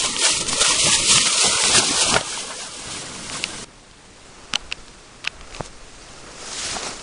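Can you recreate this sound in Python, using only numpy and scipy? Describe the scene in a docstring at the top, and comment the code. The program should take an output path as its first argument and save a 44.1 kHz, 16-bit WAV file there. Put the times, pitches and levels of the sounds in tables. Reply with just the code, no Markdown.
"""Dry leaves crackle under a bicycle coming down a woodland trail. Twigs snap, both wheels strike
a root as it passes close to the microphone, and it rolls away. At about 3.7 s the scene changes
at once to a quieter spot: still air, a few twig snaps and knocks, and leaves that rustle up again
near the end. One microphone, with light wind on it, dull above 11 kHz."""
import sys
import numpy as np
from scipy import signal
from scipy.fft import rfft, irfft
from scipy.io import wavfile
from scipy.ndimage import uniform_filter1d

SR = 44100
rng = np.random.default_rng(int(sys.argv[2]) if len(sys.argv) > 2 else 0)


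def master(y):
    """Save y as 16-bit WAV."""
    cut = np.clip(np.atleast_2d(y).T, -1, 1)
    pcm = np.round(cut * 32767)  # scale
    wavfile.write(sys.argv[1], SR, pcm.astype(np.int16))


N = 309582


def gain_of(db):
    """Decibels to amplitude."""
    return 10 ** (np.asarray(db) / 20)


def unit_rms(x):
    """Scales to rms 1."""
    return x / np.sqrt(np.mean(x ** 2) + 1e-20)


def add(mix, start_s, sound):
    """Mixes a sound in at start_s."""
    part = mix[round(start_s * SR):][:len(sound)]
    part += sound[:len(part)]


def curves(table):
    """A gate open from the first row's time to the last, and the other columns at every sample."""
    t, rows = np.arange(N) / SR, np.array(table)
    gate = (t >= rows[0, 0]) & (t < rows[-1, 0])
    return uniform_filter1d(gate * 1., size=100), [np.interp(t, rows[:, 0], c) for c in rows.T[1:]]


def coloured(x, spectrum):
    """Filters x to a spectrum drawn on a log-frequency axis, at rms 1."""
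    hz, db = np.transpose(spectrum)
    curve_db = np.interp(np.log(np.fft.rfftfreq(N, 1 / SR) + 1), np.log(hz + 1), db)
    return unit_rms(irfft(rfft(x) * gain_of(curve_db), N))


def flutter(ms):
    """Random wander of rms 1, smoothed over ms milliseconds."""
    size = round(ms * SR / 1000)
    return unit_rms(uniform_filter1d(uniform_filter1d(rng.standard_normal(N), size), size))


def patches(spectra, bands, frames):
    """Random patches of rms 1 across frequency and time."""
    noise = rng.standard_normal(spectra.T.shape).T
    return unit_rms(uniform_filter1d(uniform_filter1d(noise, bands, axis=0), frames, axis=1))


def grainy_noise(per_s, spread_db, tick_share, clump_db, patch_db):
    """Hiss with separate ticks, like countless tiny breaks and a few larger; in clumps and patches."""
    sizes = gain_of(spread_db * np.minimum(rng.exponential(1, N), 3.2))
    ticks = sizes * (rng.random(N) < per_s / SR)
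    hiss = np.sqrt(1 - tick_share) * rng.standard_normal(N)
    grains = hiss + np.sqrt(tick_share) * unit_rms(ticks * rng.choice([-1, 1], N))
    spectra = signal.stft(grains, nperseg=256)[2]
    spectra *= gain_of(patch_db * patches(spectra, bands=4, frames=6))
    return signal.istft(spectra, nperseg=256)[1][:N] * gain_of(clump_db * flutter(ms=10.6))


# Still air in the distant woods, with microphone hiss: frequency_hz, density_db
AIR_SPECTRUM = [(12, -38), (20, -9), (42, -5), (65, -21), (97, -12.5), (113, -11), (492, -18), (532, -19),
                (4950, -26.5), (9540, -30), (10600, -43), (13800, -73), (22000, -120)]
# Light wind right on the microphone: time_s, level_db
WIND_LEVELS = [(0.0, -42), (0.6, -42), (1.2, -44), (1.4, -58), (1.85, -57), (2.02, -54), (2.6, -58),
               (3.55, -45), (3.75, -62), (4.7, -44.5), (5.25, -55), (5.4, -41), (5.55, -39), (5.7, -45),
               (5.85, -47), (5.97, -50), (6.1, -48), (6.28, -50), (6.55, -43.5), (7.02, -43)]

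def air(duck_db):
    """Hiss of woods and microphone, shifted by duck_db, and lumpy wind mostly below 70 Hz."""
    hiss = coloured(grainy_noise(200, 3.2, 0.042, 0.52, 1), AIR_SPECTRUM)
    wind_hz_db = [(3, 4.5), (8, -3), (16, 2), (35, -4.5), (70, -9), (130, -31), (400, -67)]
    wind = coloured(rng.standard_normal(N), wind_hz_db)
    _, (wind_db,) = curves(WIND_LEVELS)
    gust_db = 2 * flutter(ms=52)
    return gain_of(-46.5 + duck_db) * hiss + gain_of(wind_db + gust_db) * wind


# Leaves stirring at the quiet spot: time_s, crackle_db, rustle_re_crackle_db
STIR_LEVELS = [(3.68, -66, 12), (3.95, -66, -8), (4.2, -51.5, -1), (4.55, -49.5, 3.5), (4.9, -50.5, -1.5),
               (5.2, -52.5, 1.5), (5.44, -53.5, 8), (5.52, -46.5, 1), (5.54, -42, 0), (5.565, -40.5, 2),
               (5.6, -43, 1), (5.63, -44, -5), (5.66, -39.5, -8), (5.695, -51.5, 0.5), (6.0, -47, -1),
               (6.33, -44.5, 2), (6.45, -35.5, -5), (6.63, -26.5, -21), (6.75, -27, -6.5), (6.8, -33, -1.5),
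               (6.87, -30.5, -1), (7.02, -41, -4)]
# Their high crackle and low rustle: frequency_hz, density_db
STIR_CRACKLE_SPECTRUM = [(1120, -5), (1900, -3.5), (5280, 0.5), (7400, -1), (8980, -5.5), (9940, -5),
                         (10600, -35), (13800, -48), (22000, -120)]
STIR_RUSTLE_SPECTRUM = [(88, -38), (150, -7.5), (422, -1), (632, -3.5), (774, -5), (846, -6), (1150, -5),
                        (1350, -4), (1550, -9), (2200, -11.5), (2860, -11), (4840, -120)]

def stirred_leaves():
    """A soft, smooth rustle of leaves without the weight of a tyre on them."""
    gate, (crackle_db, rustle_db) = curves(STIR_LEVELS)
    crackle = coloured(grainy_noise(1500, 3, 0.1, 0.7, 1.3), STIR_CRACKLE_SPECTRUM)
    rustle = coloured(grainy_noise(350, 1.2, 0.033, 1.4, 0.35), STIR_RUSTLE_SPECTRUM)
    return gate * gain_of(crackle_db) * (crackle + gain_of(rustle_db) * rustle)


# Moments when the bass briefly drops out and the sound thins: middle_s, length_s, top_hz
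BASS_LULLS = [(0.25, 0.11, 174), (0.653, 0.046, 250), (1.284, 0.08, 89), (1.32, 0.032, 150),
              (1.417, 0.051, 254), (1.602, 0.051, 270), (1.85, 0.16, 60)]

def bass_lulls(x, depth_db=-48):
    """The sound thins briefly as its bass dips."""
    hz, t, spectra = signal.stft(x, SR, nperseg=1024, noverlap=768)
    cut = sum(np.exp(-((t - middle_s) / (length_s / 2)) ** 4) / (1 + (hz[:, None] / top_hz) ** 8)
              for middle_s, length_s, top_hz in BASS_LULLS)
    spectra *= gain_of(depth_db * np.minimum(cut, 1))
    return signal.istft(spectra, nperseg=1024, noverlap=768)[1][:N]


def soft_contact(t, rise_s):
    """A smooth rise from 0 to 1 as two surfaces press together."""
    return np.sin(np.pi / 2 * np.minimum(t / rise_s, 1)) ** 2


# Dull knocks on soil and wood, at both spots: start_s, peak_db, pitch_hz, t60_s, thump_re_knock_db
KNOCKS = [(.046, -25.5, 602, 0.085, -23), (0.531, -10.5, 960, 0.0031, -24), (.613, -17, 1340, 0.049, -31),
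          (.654, -17.5, 1334, 0.057, -27), (.867, -16, 590, 0.048, -18), (1.749, -14, 1210, 0.033, -10),
          (1.781, -15, 372, 0.061, -16), (1.909, -16, 277, 0.023, -26), (2.065, -18.5, 634, 0.025, -29),
          (2.211, -17, 594, 0.018, -25), (2.375, -21, 930, 0.029, -30), (4.5366, -24.5, 232, 0.062, 3),
          (4.5585, -21, 930, 0.007, -18), (4.5635, -29, 830, .04, -25), (5.599, -23, 820, .015, 0),
          (5.607, -7, 596, 0.0043, -19.5), (6.7665, -16, 756, 0.027, -28)]

def knocks():
    """A short push that swings back and dies, with a puff of grit and the slower thump of the soil."""
    out, t = np.zeros(N), np.arange(3000) / SR
    grits = uniform_filter1d(rng.standard_normal((len(KNOCKS), len(t))), size=8, axis=1)
    thump = np.sin(2 * np.pi * 183 * t) * gain_of(-60 * t / 0.035)
    for (start_s, peak_db, pitch_hz, t60_s, thump_db), grit in zip(KNOCKS, grits):
        swing = (np.sin(2 * np.pi * pitch_hz * t) + 0.17 * grit) * gain_of(-60 * t / t60_s)
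        knock = (swing + gain_of(thump_db) * thump) * soft_contact(t, rise_s=0.3 / pitch_hz)
        add(out, start_s, gain_of(peak_db) * knock / abs(knock).max())
    return out


# Modes of a breaking twig: pitch_ratio, level_db, ring_ratio
TWIG_MODES = [(.46, 0.5, 2.8), (1, 5.5, 0.99), (1.4, -0.5, 0.91), (1.9, -2, 1), (2.7, -9, 0.88),
              (3.5, -14, .8)]

def twig_crack(t, main_hz, tilt_db, lowest_db, ring_s, detunes):
    """The twig rings for a few cycles, its side modes slightly detuned; peak 1."""
    crack = np.zeros(len(t))
    for (ratio, level_db, ring_ratio), detune in zip(TWIG_MODES, detunes):
        level_db += lowest_db if ratio < 0.7 else tilt_db * np.log2(ratio)
        hz = main_hz * ratio * (1 + 0.023 * detune * (ratio != 1))
        decay = np.exp(-(t / (ring_s * ring_ratio)) ** 1.6)
        crack += gain_of(level_db) * decay * np.sin(2 * np.pi * hz * t)
    crack *= np.minimum(t / 0.00044, 1)
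    return crack / abs(crack).max()


# Twigs breaking on the trail, then at the quiet spot; the row at 2.1414 s is instead the bright crack of the
# first wheel striking the root: start_s, crack_db, main_hz, tilt_db_per_octave, lowest_mode_db, ring_ms,
# splinters_re_crack_db
TWIG_SNAPS = [(0.165, -9.5, 3120, -17, -25, 0.82, -18), (0.301, -11, 3020, -1, -6, 1.4, -12),
              (0.35, -18, 3250, 16, -13, 1.6, -12), (0.4107, -14, 3180, 5, -21, 1.6, -12),
              (0.467, -16, 3370, 11, -13, 1.6, -8), (1.1823, -2.5, 2760, -4, -10, 0.61, -11),
              (1.2607, -10, 2800, -5, 2, 0.74, -12), (1.638, -7.5, 2240, -4, -10, 1.2, -9),
              (2.1414, -6.5, 2500, -4, -21, 1.6, -7), (2.21, -17, 3250, -8, -11.0, 2, -8),
              (3.299, -18, 2810, -1, -10, .7, -6), (3.4398, -4, 2820, 3.5, -26, 0.94, -11),
              (3.7974, -39, 2940, -6, -13, 1.6, -12), (3.912, -34, 2060, 9, -13, 1.4, -9),
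              (4.5367, -5, 2940, 0, -6, 0.76, -19), (4.5516, -26, 3000, -4, -12, 1.2, -12),
              (4.5561, -0.5, 2980, -2, -16, 2, -35), (4.7146, -22, 2760, -4, -6, 0.89, -12),
              (4.7242, -6, 2690, -2, -21, 1.6, -16), (4.882, -30, 3380, -5, -5, 0.83, -5),
              (5.2424, -23, 2700, 9, -8, 1.4, -4), (5.249, -16.5, 2920, 6.5, -4, 1, -7),
              (5.2529, -23.5, 2430, -10, 8, 0.92, -8), (5.261, -23, 3020, -15, -26, 2.3, -21),
              (5.2663, -26, 2680, -8, 8, 1.3, -18), (5.2722, -21, 3280, -6, 6, 1.3, -14),
              (5.2751, -3, 2660, -1.5, -17, 1, -16), (5.4105, -28, 2520, -4, 1, 1.2, -7),
              (5.508, -32, 3000, -2, -11, 1.2, -7), (5.525, -33, 2400, 0, -3, 1.1, 0),
              (5.5475, -21, 2700, 0, -14, 1, -6), (5.5645, -25, 2360, 3, -8, 1.3, -6),
              (5.66, -25, 3370, 15, -20, 2.2, -14), (6.831, -16, 2280, 9, -6, 0.82, -10),
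              (6.996, -26.5, 3140, 5, -11, 1.9, -8)]

def twig_snaps():
    """Fibres tear, the twig cracks in a burst of splinters, and a rattle dies away after."""
    out, lead_s = np.zeros(N), 300 / SR
    t = np.arange(1800) / SR - lead_s
    noises = rng.standard_normal((len(TWIG_SNAPS), len(t) + len(TWIG_MODES)))
    rattle_band = signal.butter(2, [600, 3400], "bandpass", fs=SR)
    splinter_band = signal.butter(3, [1900, 5600], "bandpass", fs=SR)
    tear_then_rattle = gain_of(np.where(t < 0, -24 + 60 * t / 0.025, -19 - 60 * t / 0.024))
    from_burst_s = t - 0.0004
    for snap, noise in zip(TWIG_SNAPS, noises):
        start_s, crack_db, main_hz, tilt_db, lowest_db, ring_ms, splinter_db = snap
        ring_s = ring_ms / 1000
        crack = twig_crack(np.maximum(t, 0), main_hz, tilt_db, lowest_db, ring_s, detunes=noise)
        rattle = unit_rms(signal.lfilter(*rattle_band, noise[-len(t):])) * tear_then_rattle
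        burst = np.exp(-abs(from_burst_s) / (ring_s * np.where(from_burst_s < 0, 0.3, 1.5)))
        splinters = unit_rms(signal.lfilter(*splinter_band, noise[:len(t)][::-1])) * burst
        sound = crack + gain_of(splinter_db) * splinters + rattle
        add(out, start_s - lead_s, gain_of(crack_db) * sound)
    return out


# Both wheels striking a root near the microphone: start_s, level_db, ring_ratio
ROOT_STRIKES = [(2.1410, -2.5, .6), (2.1626, 3.5, 1.13)]
# Modes of a struck wheel: pitch_hz, level_db, t60_s
WHEEL_MODES = [(140, -10, 0.038), (470, -13, .022), (670, 3, 0.017), (1420, 3, 0.02), (2240, -5, 0.024),
               (3020, -11, .018)]

def root_thuds():
    """The tyre gives for a moment, then the wheel rings briefly in all its modes, throwing up grit."""
    out, t = np.zeros(N), np.arange(3000) / SR
    grits = uniform_filter1d(rng.standard_normal((len(ROOT_STRIKES), len(t))), size=6, axis=1)
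    for (start_s, level_db, ring_ratio), grit in zip(ROOT_STRIKES, grits):
        rise_s = 0.00166 * ring_ratio
        ring = sum(gain_of(db - 60 * t / (t60_s * ring_ratio)) * np.cos(2 * np.pi * hz * (t - rise_s))
                   for hz, db, t60_s in WHEEL_MODES)
        spray = unit_rms(grit) * gain_of(-20 - 60 * t / 0.046)
        thud = (ring / abs(ring).max() + spray) * soft_contact(t, rise_s)
        add(out, start_s, gain_of(level_db) * thud / abs(thud).max())
    return out


def leaf_flakes(per_s, spread_db, cycles, low_hz, high_hz):
    """Stiff leaf flakes of many sizes, each ringing a few cycles as it breaks."""
    sizes = gain_of(spread_db * np.minimum(rng.exponential(1, N), 4))
    breaks = sizes * (rng.random(N) < per_s / SR)
    pitches_hz = np.geomspace(low_hz, high_hz, num=16)
    which_pitch = rng.integers(0, len(pitches_hz), N)
    out, t = np.zeros(N), np.arange(round(3 * cycles * SR / low_hz)) / SR
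    for k, hz in enumerate(pitches_hz):
        ring = np.sin(2 * np.pi * hz * t) * hz * t * np.exp(-2.5 * hz * t / cycles)
        out += signal.oaconvolve(breaks * (which_pitch == k), ring)[:N]
    return unit_rms(out)


# A drifting hollow near 1.5-2 kHz in the sound of the passing tyres: time_s, centre_hz, depth_db
MID_NOTCH = [(0, 1570, -8), (.1, 1560, -15), (.19, 1530, -34), (.26, 1580, -2), (.37, 1610, -38),
             (.48, 1600, -4), (.59, 1560, -24), (.65, 1600, -3), (.7, 1680, -30), (.75, 1600, -6),
             (.83, 1660, -38), (.9, 1580, -22), (.98, 1480, -40), (1.05, 1650, -14), (1.13, 1480, -22),
             (1.22, 1610, -26), (1.3, 1650, -3), (1.4, 1700, -18), (1.53, 1830, -42), (1.62, 1800, -4),
             (1.69, 1790, -30), (1.75, 1880, -9), (1.8, 1880, -30), (1.92, 1900, -3), (2.0, 2050, -15),
             (2.08, 1930, -42), (2.13, 2050, -24), (2.17, 2000, -2), (2.3, 1950, -15), (2.7, 1830, -9),
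             (3.6, 1730, -7)]
PASSED_S = 2.8  # from here on the bicycle is past and the patches are fainter

def hollow_bands(x):
    """A hollow, at times with another an octave lower, flickers in depth; the low sound has brief gaps."""
    hz, t, spectra = signal.stft(x, SR, nperseg=1024, noverlap=768)
    hz = hz[:, None]
    notch_s, notch_hz, notch_db = np.transpose(MID_NOTCH)
    wobble_hz = 60 * flutter(ms=30)[np.minimum(t * SR, N - 1).astype(int)]
    centre_hz = np.interp(t, notch_s, notch_hz) + wobble_hz
    depth_db = np.interp(t, notch_s, notch_db)
    upper_db = depth_db * np.exp(-((hz - centre_hz) / (100 - 2.5 * depth_db)) ** 4)  # deeper is wider
    lower_db = 0.85 * depth_db * np.exp(-((hz - 0.468 * centre_hz) / (55 - 1.5 * depth_db)) ** 4)
    lumps = patches(spectra, bands=3, frames=8)
    gaps = np.maximum(-lumps - 0.95, 0)
    patch_db = np.where(t < PASSED_S, 1, 0.19) * (3 * lumps - 30 * gaps) / (1 + (hz / 2600) ** 6)
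    spectra *= gain_of(upper_db + lower_db * (centre_hz < 1750) + patch_db)
    return signal.istft(spectra, nperseg=1024, noverlap=768)[1][:N]


# Steady rolling through the leaf bed, near the microphone and then farther off:
# time_s, crackle_db, roll_re_crackle_db, rumble_re_crackle_db
LEAF_BED = [(0.0, -20, -13.5, -18.5), (0.15, -28, -5.5, -9), (0.33, -22, -11, -18), (0.45, -32, -8.5, -4),
            (0.6, -20, -7.5, -17.5), (0.8, -22, -10.5, -14), (1.03, -20.5, -11, -15),
            (1.3, -19, -13.5, -21), (1.62, -23.5, -4.5, -14), (1.9, -21, -8.5, -15.5),
            (2.16, -25, -5.5, -11), (2.21, -31.5, -5.5, -13), (2.4, -33, -6, -14), (2.72, -36, -7.5, -11.5),
            (2.95, -36.5, -0.5, -3), (3.15, -36, -4, -4.5), (3.4, -34, -4, -7.5), (3.645, -36, -3.5, -3.5)]
# A wheel bursting through deeper heaps on the trail: peak_s, crackle_db, length_s, roll_re_crackle_db
LEAF_HEAPS = [(0.056, -26, 0.028, -0.5), (0.257, -16.5, 0.068, -8.5), (.31, -21, 0.045, -25),
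              (0.37, -22.5, 0.034, -10), (0.415, -23, 0.024, -5.5), (0.49, -21, 0.019, -30),
              (0.533, -22, 0.02, -9), (0.62, -13, 0.019, -9), (0.659, -18, 0.024, -9),
              (0.709, -18.5, 0.058, -8), (0.8, -19.5, 0.028, -29), (0.831, -19.5, 0.042, -29),
              (0.873, -17.5, 0.062, -7.5), (0.942, -14.5, 0.037, -10), (1.119, -13.5, 0.052, -11),
              (1.173, -14.5, 0.031, -8), (1.213, -19.5, 0.02, -7.5), (1.27, -22.5, 0.028, -2),
              (1.417, -16.5, 0.041, -12.5), (1.466, -18, 0.065, -5), (1.526, -23, 0.078, -4),
              (1.664, -18, 0.11, -14.5), (1.772, -13, 0.054, -11), (2.018, -17.5, 0.067, -27),
              (2.11, -20, 0.055, -13), (2.157, -28, 0.056, 4.5), (2.31, -29.5, 0.072, -13),
              (2.39, -30.5, 0.072, -6.5), (2.52, -35.5, 0.034, -1), (2.625, -32.5, 0.064, -5.5),
              (2.955, -33.5, 0.14, -19), (3.349, -30, 0.058, -2.5)]
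HEAP_RISE_SHARE, HEAP_RUMBLE_RE_ROLL_DB = 0.55, -10

def tyre_gains():
    """A gate and the gains of crackle, roll and rumble: the bed plus a swell per heap, summed as power."""
    gate, (bed_db, roll_db, rumble_db) = curves(LEAF_BED)
    power = gain_of([bed_db, bed_db + roll_db, bed_db + rumble_db]) ** 2
    t = np.arange(N) / SR
    for peak_s, crackle_db, length_s, heap_roll_db in LEAF_HEAPS:
        width_s = length_s * np.where(t < peak_s, HEAP_RISE_SHARE, 1 - HEAP_RISE_SHARE)
        swell = np.exp(-((t - peak_s) / width_s) ** 2)
        layers_db = crackle_db + np.array([0, heap_roll_db, heap_roll_db + HEAP_RUMBLE_RE_ROLL_DB])
        power += gain_of(layers_db[:, None]) ** 2 * swell
    return gate, np.sqrt(power)


# Under the tyres, leaves shattering, the bed pressed flat and the soil: frequency_hz, density_db
CRACKLE_SPECTRUM = [(1120, -16), (1900, -8), (2840, 1), (8070, -1), (9940, -2), (10600, -20), (13800, -110),
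                    (22000, -120)]
ROLL_SPECTRUM = [(210, -13.5), (350, -10.5), (673, -3.5), (727, -5), (1140, -3.5), (1730, -4.5),
                 (2200, -8.5), (2860, -23), (4840, -120)]
RUMBLE_SPECTRUM = [(35, -32), (60, -6.5), (118, -2), (156, -2), (209, -1.5), (400, -6), (520, -6),
                   (880, -120)]

def tyres():
    """Tyres shatter dry leaves, roll the leaf bed flat and rumble on the soil beneath."""
    shatter = coloured(grainy_noise(1500, 4.2, 0.15, 0.87, 0.7), CRACKLE_SPECTRUM)
    flakes = leaf_flakes(per_s=700, spread_db=9.5, cycles=6.5, low_hz=2300, high_hz=10000)
    crackle = unit_rms(shatter + 0.12 * flakes)
    roll = coloured(grainy_noise(300, 3.7, 0.11, 0.44, 1.5), ROLL_SPECTRUM)
    rumble = coloured(grainy_noise(54, 1.9, 0.18, 0.4, 0.17), RUMBLE_SPECTRUM)
    gate, gains = tyre_gains()
    return gate * hollow_bands((gains * [crackle, roll, rumble]).sum(0))


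def scene():
    """One microphone feeds both channels; the hiss of the air sinks while the tyres are loud."""
    bicycle = tyres()
    bicycle_db = 10 * np.log10(abs(uniform_filter1d(bicycle ** 2, size=8000)) + 1e-12)
    duck_db = -0.9 * np.maximum(bicycle_db + 36, 0)  # sets in above -36 dB
    mono = bass_lulls(bicycle + stirred_leaves() + air(duck_db)) + twig_snaps() + knocks() + root_thuds()
    return np.array([mono, mono])


def record(dry):
    """The microphone's input stage rounds off loud peaks, then the top treble is cut."""
    knee, headroom, edge_hz = 0.62, 0.2, 10700
    over = np.maximum(abs(dry) - knee, 0)
    rounded = dry - np.sign(dry) * (over - headroom * np.tanh(over / headroom))
    lowpass = signal.firwin(255, edge_hz, window=("kaiser", 9), fs=SR)
    return signal.oaconvolve(rounded, lowpass[None], "same")


dry = scene()
out = record(dry)
master(out)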